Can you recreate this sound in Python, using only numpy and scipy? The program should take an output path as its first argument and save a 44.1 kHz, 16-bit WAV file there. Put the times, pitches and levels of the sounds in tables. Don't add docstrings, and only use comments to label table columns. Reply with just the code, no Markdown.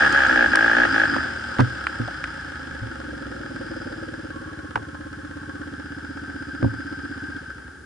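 import sys
import numpy as np
from scipy import signal
from scipy.fft import rfft, irfft
from scipy.io import wavfile
from scipy.ndimage import uniform_filter1d, minimum_filter1d

SR = 44100
rng = np.random.default_rng(int(sys.argv[2]) if len(sys.argv) > 2 else 0)


def wrap_up_sound(samples):
    columns = np.atleast_2d(samples).T
    tamed = np.clip(columns, -1, 1)
    steps = np.round(tamed * 32767).astype(np.int16)
    wavfile.write(sys.argv[1], SR, steps)


N = 346185
T = np.arange(N) / SR

# t/s, strength (0-1), extra pipe level/dB
IDLE_BURN = [(2.45, 0.19, -3.5), (3.15, 0.88, 3), (3.9, 0.79, 5), (4.5, 0.76, 1), (5.8, 0.84, -2.2),
             (7.3, 0.93, -7)]
# t/s, level/dB before each layer takes its share
HEAD_TURN = [(0, 0.5), (2.2, 0), (3.1, -0.9), (3.8, 1.16), (4.4, -1), (5, -2.5), (5.9, 0), (6.9, 1),
             (7.85, -0.5)]
# coasting level at idle speed/dB, rise per doubling of speed/dB,
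# boost by idle firing/dB, by a cracked throttle/dB, by a full stab/dB, share of the head turn (factor)
BOOM_LAW = (-44.5, 1.85, 3, 3.5, -4, -0.1)
AIRBOX_LAW = (-51, 3.5, 14, 6.5, 4, 0.8)
PIPE_LAW = (-56.5, 8, 4, 3, 12.5, 0.6)
CASE_LAW = (-40.5, 6.5, -0.5, 7, 6.5, 1)
HISS_LAW = (-57, 7.5, 0.5, 4, 5, 1.1)
LET_GO_S, LET_GO_FADE_S = 1.264, 0.2
BURN_OUT_S = 0.053
IDLE_UNEVEN_DB = 1.34


def engine():
    rate_hz = firing_rate()
    stab, _, intake_db = thumb()
    cracked = 1 - ramp(LET_GO_S - LET_GO_FADE_S / 2, LET_GO_FADE_S)
    throttle = 0.34 * cracked + 0.56 * stab
    load = np.clip(1.84 * throttle - 0.5, 0, 1)
    burn, bark_db = np.array(curves(IDLE_BURN)) * (1 - ramp(STALL_S, BURN_OUT_S))
    uneven_db = IDLE_UNEVEN_DB * burn * murmur(IDLE_HZ)

    doublings = np.log2(rate_hz / IDLE_HZ)
    controls = np.array([np.ones(N), doublings, burn, cracked, stab, curves(HEAD_TURN)[0]])
    laws = np.array([BOOM_LAW, AIRBOX_LAW, PIPE_LAW, CASE_LAW, HISS_LAW])
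    boom_db, airbox_db, pipe_db, case_db, hiss_db = laws @ controls

    turn = np.cumsum(rate_hz) / SR + 0.5
    strength = 0.25 + load
    firing = pulses(turn, 0.02, scatter_db=1, jitter_s=0.00007) * strength
    suck, slam = valve_strokes(turn)
    tappets = tappet_ticks(turn)
    rough = np.clip((rate_hz - 15) / 30, 0.11, 0.35) * (1 - 0.85 * load)

    layers = [
        (low_boom(suck, firing, load, rough), boom_db),
        (airbox(slam, firing, load, rough), airbox_db + intake_db + uneven_db),
        (exhaust_pipe(turn, firing, throttle), pipe_db + bark_db + uneven_db),
        (case_rattle(turn, strength, tappets, throttle), case_db),
    ]
    body = sum(steady(layer) * undb(db) for layer, db in layers)
    return ports(body) + undb(hiss_db) * gas_hiss(tappets, firing, throttle)


# t/s, f/Hz (firings per second)
CLIMB = [(0, 75), (.3, 64.1), (.4, 60.1), (.52, 52.25), (.65, 57), (.72, 55.8), (.8, 60.8), (.9, 53.6),
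         (1.02, 54.6), (1.1, 47.5), (1.2, 42), (1.35, 38.5), (1.466, 39.307)]
IDLE_HZ, RUN_DOWN_S, RUN_DOWN_SHAPE = 15.79, 1.3526, 1.2321
HUNT_FROM_S, HUNT_HZ, HUNT_PERIOD_S = 3.38, 0.19, 1.48
STALL_S, STALL_HZ_PER_S = 7.38, 21


def firing_rate():
    running_down = np.maximum(T - CLIMB[-1][0], 0) / RUN_DOWN_S
    hz = IDLE_HZ + (curves(CLIMB)[0] - IDLE_HZ) * np.exp(-running_down ** RUN_DOWN_SHAPE)
    hunt = HUNT_HZ * np.cos(2 * np.pi * (T - HUNT_FROM_S) / HUNT_PERIOD_S) * (T > HUNT_FROM_S)
    return hz - hunt - STALL_HZ_PER_S * np.maximum(T - STALL_S, 0)


# opens t/s, closes t/s, stab at first (0-1), stab at last (0-1), airbox level/dB
STABS = [(0, .08, 0.7, 0.54, -2), (0.135, 0.272, 0.66, 0.67, -6), (0.287, 0.343, 0.64, .76, 2),
         (0.352, 0.466, 0.9, 0.96, 1.5), (0.523, 0.753, 0.88, 0.79, 0), (0.756, 0.862, .95, 0.93, 2.5),
         (0.942, 1.054, 0.6, 0.78, 0)]
THUMB_S = 0.016
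GASP_PEAK_S, GASP_AIRBOX_DB = 0.077, 6.5


def thumb():
    stab, gasp, airbox_db = np.zeros((3, N))
    for opens_s, closes_s, first, last, db in STABS:
        held = ramp(opens_s - THUMB_S / 2, THUMB_S) - ramp(closes_s - THUMB_S / 2, THUMB_S)
        stab += held * np.interp(T, [opens_s, closes_s], [first, last])
        airbox_db += held * db
        age = np.maximum(T - closes_s, 0) / GASP_PEAK_S
        earlier = gasp * (1 - ramp(opens_s, THUMB_S))
        gasp = earlier + (age * np.exp(1 - age)) ** 2
    return stab, gasp, airbox_db + GASP_AIRBOX_DB * gasp


STROKES = [(-.075, -0.83, -0.52), (.06, -0.13, 0.46), (.18, 0.24, 0.46), (.31, -0.32, -0.038)]


def valve_strokes(turn):
    suck, slam = np.zeros((2, N))
    for share, low, box in STROKES:
        stroke = pulses(turn, share, scatter_db=1.2, jitter_s=0.00008)
        suck += stroke * low
        slam += stroke * box
    return suck, slam


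def tappet_ticks(turn):
    first = pulses(turn, 0.22, scatter_db=2.5, jitter_s=0.001)
    second = pulses(turn, 0.62, scatter_db=3, jitter_s=0.002)
    return first + 0.3 * second


# f/Hz, width/Hz, relative level/dB
BOOM = [(67.3, 11.8, 7.5), (109, 300, -4)]


def low_boom(suck, firing, load, rough):
    return blend(ring(blend(suck, firing, load), BOOM), ring(noise(), BOOM), rough)


# f/Hz, width/Hz, relative level/dB
AIRBOX = [(251, 44, 4), (306, 38.3, 7), (333.2, 34.8, 3)]
# f/Hz, width/Hz, relative level/dB
MUFFLER = [(245, 53, 3.1), (293, 106, 3.3), (320.3, 29, 7.5)]


def airbox(slam, firing, load, rough):
    ringing = blend(ring(slam, AIRBOX), ring(firing, MUFFLER), load)
    return blend(ringing, ring(noise(), AIRBOX), rough)


# f/Hz, width/Hz, relative level/dB
PIPE = [(539, 65, 3), (657, 31, 1.5), (802, 57, 4.5), (890, 79, -4.5)]
# f/Hz, width/Hz, relative level/dB
IDLE_PIPE = [(476, 186, -5), (540.6, 41, 7.5), (819, 17, -7), (876, 67, -33)]


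def exhaust_pipe(turn, firing, throttle):
    puff = pulses(turn, 0.1193, scatter_db=3, jitter_s=0.0001)
    breathy_puff = blend(puff, gush(puff, 0.008), 0.5)
    idle = ring(blend(breathy_puff, noise(), 0.22), IDLE_PIPE)
    loud = blend(ring(firing, PIPE), ring(gush(firing, 0.008), PIPE), 0.06)
    return blend(idle, loud, 1.4 * throttle)


# f/Hz, relative level/dB
CASE_LOUD = [(560, -36), (950, -34), (991, -32), (1280, -1.5), (1370, -4.5), (1520, 5), (1660, 11),
             (1780, 3), (2030, -13.5), (2170, -47), (2600, -35), (3380, -106), (5720, -120)]
# f/Hz, relative level/dB
CASE_SOFT = [(410, -43.5), (700, -17.5), (816, -11), (926, -13), (989, -24), (1080, -14), (1190, -13),
             (1290, -2.5), (1450, -0.5), (1580, 3.5), (1680, 1), (1910, -14.5), (2430, -30), (2600, -29),
             (3380, -94.5), (5720, -120)]


def case_rattle(turn, strength, tappets, throttle):
    clatter = blend(noise(), gush(tappets, 0.011), 0.4)
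    crack = pulses(turn, 0.02, scatter_db=1, jitter_s=0.0002) * strength
    bark = blend(crack, gush(crack, 0.005), 0.3)
    return blend(colour(clatter, CASE_SOFT), colour(bark, CASE_LOUD), 1.036 * throttle)


# f/Hz, relative level/dB
HISS_LOUD = [(1290, -3), (2200, 4), (2780, 0.5), (3360, 4), (3670, -8), (3900, -9), (4460, -5.5),
             (4970, -19), (5460, -10), (6730, -15), (7650, -28), (10200, -32), (11000, -43), (14300, -75),
             (22000, -120)]
# f/Hz, relative level/dB
HISS_SOFT = [(1300, -40.5), (2200, 2), (2500, -5), (3200, 4), (3600, -2), (3800, -8), (4150, -3.5),
             (4450, -6), (5000, 0.5), (5800, -7), (6600, -17), (7350, -8.5), (8100, -15), (9000, -13),
             (10000, -23.5), (11000, -35.5)]
# f/Hz, side minus mid level/dB
HISS_WIDTH = [(1500, -3), (2700, 6), (3300, -4), (4000, 4), (5000, -11), (5800, 0.5), (7400, -0.5),
              (11000, 0)]


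def gas_hiss(tappets, firing, throttle):
    def draw():
        soft = blend(noise(), gush(tappets, 0.0036), 0.21)
        loud = blend(noise(), gush(firing, 0.0047), 0.49)
        return blend(colour(soft, HISS_SOFT), colour(loud, HISS_LOUD), throttle)

    mid, side = draw(), draw()
    return mid + colour(side, HISS_WIDTH) * np.array([[1], [-1]])


def throttle_whistle():
    _, gasp, _ = thumb()
    return gasp * tone(4890, -39.5, width_hz=190)


CHAIN_HZ, CHAIN_DB, CHAIN_DB_PER_DOUBLING = 4955, -61.5, 7
CHAIN_FACING = 5.8


def chain_ring():
    speed_db = CHAIN_DB_PER_DOUBLING * np.log2(firing_rate() / IDLE_HZ)
    db = CHAIN_DB + speed_db + CHAIN_FACING * curves(HEAD_TURN)[0]
    return tone(CHAIN_HZ, db, width_hz=320)


# t/s, f/Hz, level/dB
WHINE = [(4.25, 1105, -49), (4.598, 1106, -53.5), (5, 1070, -56), (5.298, 1098, -58.5), (5.698, 1116, -49)]


def coasting_whine():
    fade = np.clip(np.minimum(T - WHINE[0][0], WHINE[-1][0] - T) * 10, 0, 1)
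    return fade * tone(*curves(WHINE), width_hz=42)


SING_HZ, SING_WIDTH_HZ, SING_DB = 1563, 81, -39
SING_FULL_S, SING_RISE_DB_PER_S, SING_FALL_DB_PER_S = 6.55, 7, 28


def panel_sing():
    rise_db = SING_RISE_DB_PER_S * np.maximum(SING_FULL_S - T, 0)
    fall_db = SING_FALL_DB_PER_S * np.maximum(T - STALL_S, 0)
    once = band(noise(), SING_HZ, SING_WIDTH_HZ)
    return steady(band(once, SING_HZ, SING_WIDTH_HZ)) * undb(SING_DB - rise_db - fall_db)


# t/s, level/dB, pitch (factor), contact time/s
BUMPS = [(1.591, -16, 0.87, 0.0018), (1.599, -11, 1.07, 0.0024), (1.616, -25, 1.01, 0.0012),
         (1.999, -21.5, 0.99, 0.0024), (2.715, -37, 0.67, 0.0053), (2.816, -21.5, 0.97, 0.0081),
         (4.757, -30.5, 0.93, 0.0043), (6.627, -19.5, 1.036, 0.0014), (6.632, -22.5, 0.74, 0.0037),
         (6.643, -21, 1.1, 0.0015), (6.66, -19, 0.96, 0.0034)]
# f/Hz before the pitch factor, relative level/dB, t60/s
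MOUNT = [(62.4, -14, 0.08), (115.5, 2.5, 0.26), (246.5, 3, 0.11), (295, -7.5, 0.15), (490, -6.5, 0.14)]
ROCK_DB, ROCK_LAG_S = -10.5, 0.0022


def bumps():
    out, t = np.zeros(N), T[:SR // 2]
    for s, db, pitch, contact_s in BUMPS:
        modes = np.zeros(len(t))
        for hz, mode_db, t60 in MOUNT:
            modes += undb(mode_db) * np.cos(2 * np.pi * hz * pitch * t) * undb(-60 * t / t60)
        push = np.hanning(int(contact_s * SR) + 3)
        thud = np.convolve(modes, push / push.sum())[:len(t)]
        i = int(s * SR)
        out[i:i + len(t)] -= undb(db) * thud
    rock = undb(ROCK_DB) * np.interp(T - ROCK_LAG_S, T, out, left=0)
    return ports(out) + rock * np.array([[1], [-1]])


# t/s, level/dB, centre f/Hz, treble level/dB relative to the note, decay/s
CLICKS = [(.126, -16, 1630, -6.5, 0.0016), (.269, -18.5, 1550, -5, 0.00064),
          (0.5564, -4, 1531, -5.5, 0.00088), (1.164, -12.5, 795, -33, 0.0019),
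          (1.585, -15.5, 1390, -23, 0.0052), (1.593, -12.5, 890, -22, 0.001),
          (1.597, -14, 1440, -30, 0.0051), (1.601, -12, 640, -15, 0.0025), (1.604, -9, 1420, -12.5, 0.0023),
          (1.61, -19, 1380, -28, 0.0022), (1.868, -8, 1550, -25, 0.0027), (2.077, -24.5, 692, -14, 0.0058),
          (2.24, -12.5, 1700, -20, 0.0027), (4.756, -15, 1530, -40, 0.0037),
          (4.757, -12.5, 910, -40, 0.0026), (4.758, -29, 347, -30, 0.03), (4.774, -22.5, 960, -26, 0.0037),
          (4.95, -31.5, 1002, -26, 0.006), (6.628, -21, 1310, -38, 0.0005), (6.644, -23, 840, -26, 0.0067)]


def clicks():
    out, t = np.zeros(N), T[:SR // 10]
    for s, db, hz, treble_db, decay_s in CLICKS:
        grit = rng.standard_normal(len(t)) * np.exp(-t / decay_s)
        note = band(band(grit, hz, hz * 0.4), hz, hz * 0.6)
        crack_hz = 2900 * 2 ** (np.clip(treble_db + 18, -14, 18) / 18)
        crack = band(band(grit, crack_hz, crack_hz * 0.36), crack_hz, crack_hz)
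        hit = note / np.abs(note).max() + undb(treble_db) * crack / np.abs(crack).max()
        i = int(s * SR)
        out[i:i + len(t)] += undb(db) * hit
    return ports(out, lag_s=0.000384)


# f/Hz, relative level/dB
TRAIL = [(25, -36.5), (80, -12.5), (270, 10.5), (400, 7.5), (700, -18.5), (1000, -44), (1550, -43),
         (2300, -24.5), (5000, -16.5), (11000, -27)]
TRAIL_DB, HISS_DB = -51, -58


def trail():
    mid, side = (steady(colour(noise(), TRAIL)) for _ in range(2))
    outdoors = mid + 0.5 * side * np.array([[1], [-1]])
    return undb(TRAIL_DB) * outdoors + undb(HISS_DB) * np.array([noise(), noise()])


# f/Hz, side minus mid level/dB
WIDTH = [(60, -13), (120, -26.5), (190, -20), (265, -4), (340, -2.5), (520, 3), (820, -8), (1020, 5),
         (1280, -5), (1600, -16), (2100, -10.5), (3300, 1.5), (5000, -15), (11000, 2)]


def ports(mid, lag_s=0.003207):
    side = np.interp(T - lag_s, T, colour(mid, WIDTH), left=0)
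    return np.array([mid + side, mid - side])


def pulses(turn, share, scatter_db, jitter_s):
    cycles = np.arange(int(turn[-1]) - 1) + 1 + share
    chance = rng.standard_normal((len(cycles), 2))
    at = np.clip((np.interp(cycles, turn, T) + jitter_s * chance[:, 0]) * SR, 0, N - 2)
    size = undb(scatter_db * chance[:, 1])
    i = at.astype(int)
    return np.bincount(i, size * (1 - at + i), N) + np.bincount(i + 1, size * (at - i), N)


def gush(hits, decay_s):
    return noise() * signal.lfilter([1], [1, -np.exp(-1 / (decay_s * SR))], hits)


def ring(x, modes):
    y = np.zeros(N)
    for k, (hz, width_hz, db) in enumerate(modes):
        y += (-1) ** k * undb(db) * band(x, hz, width_hz)
    edges_hz = [modes[0][0] * 0.81, modes[-1][0] * 1.69]
    return signal.sosfilt(signal.butter(2, edges_hz, "band", fs=SR, output="sos"), y)


def band(x, hz, width_hz):
    return signal.lfilter(*signal.iirpeak(hz, hz / width_hz, fs=SR), x + 1e-18)


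def colour(x, points):
    size = 4096
    hz, db = np.transpose(points)
    bins_hz = np.arange(size // 2 + 1) * SR / size
    gain = undb(np.interp(np.log(bins_hz + 1), np.log(hz), db))
    cepstrum = irfft(np.log(gain))[:size // 2]
    cepstrum[1:] *= 2
    impulse = irfft(np.exp(rfft(cepstrum, size)))
    return signal.fftconvolve(x, impulse)[:len(x)]


def blend(a, b, share):
    share = np.clip(share, 0, 1)
    return np.sqrt(1 - share) * steady(a) + np.sqrt(share) * steady(b)


def steady(x):
    size = SR // 8
    power = uniform_filter1d(uniform_filter1d(x * x, size), size)
    return x / np.sqrt(np.abs(power) + 1e-18)


def tone(hz, db, width_hz):
    angle = 2 * np.pi * np.cumsum(hz * np.ones(N)) / SR
    return (murmur(width_hz) * np.sin(angle) + murmur(width_hz) * np.cos(angle)) * undb(db)


def murmur(width_hz):
    return steady(signal.sosfilt(signal.butter(2, width_hz / 2, fs=SR, output="sos"), noise()))


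def noise():
    return rng.standard_normal(N)


def ramp(start_s, length_s):
    return np.clip((T - start_s) / length_s, 0, 1)


def curves(table):
    s, *columns = np.transpose(table)
    return [np.interp(T, s, c) for c in columns]


def undb(db):
    return 10 ** (np.asarray(db) / 20)


def scene():
    tones = throttle_whistle() + chain_ring() + coasting_whine() + panel_sing()
    close = engine() + ports(tones) + bumps() + clicks()
    return close * undb(np.array([[0.4], [-0.4]])) + trail()


def record(dry):
    size = SR // 300
    ceiling, top_hz = 0.5, 11050
    held = -minimum_filter1d(-np.abs(dry.mean(axis=0)), size)
    peak = uniform_filter1d(held, size)
    limited = dry * ceiling / np.maximum(peak, ceiling)
    return signal.sosfilt(signal.ellip(10, 0.2, 80, top_hz, fs=SR, output="sos"), limited)


dry = scene()
out = record(dry)
wrap_up_sound(out)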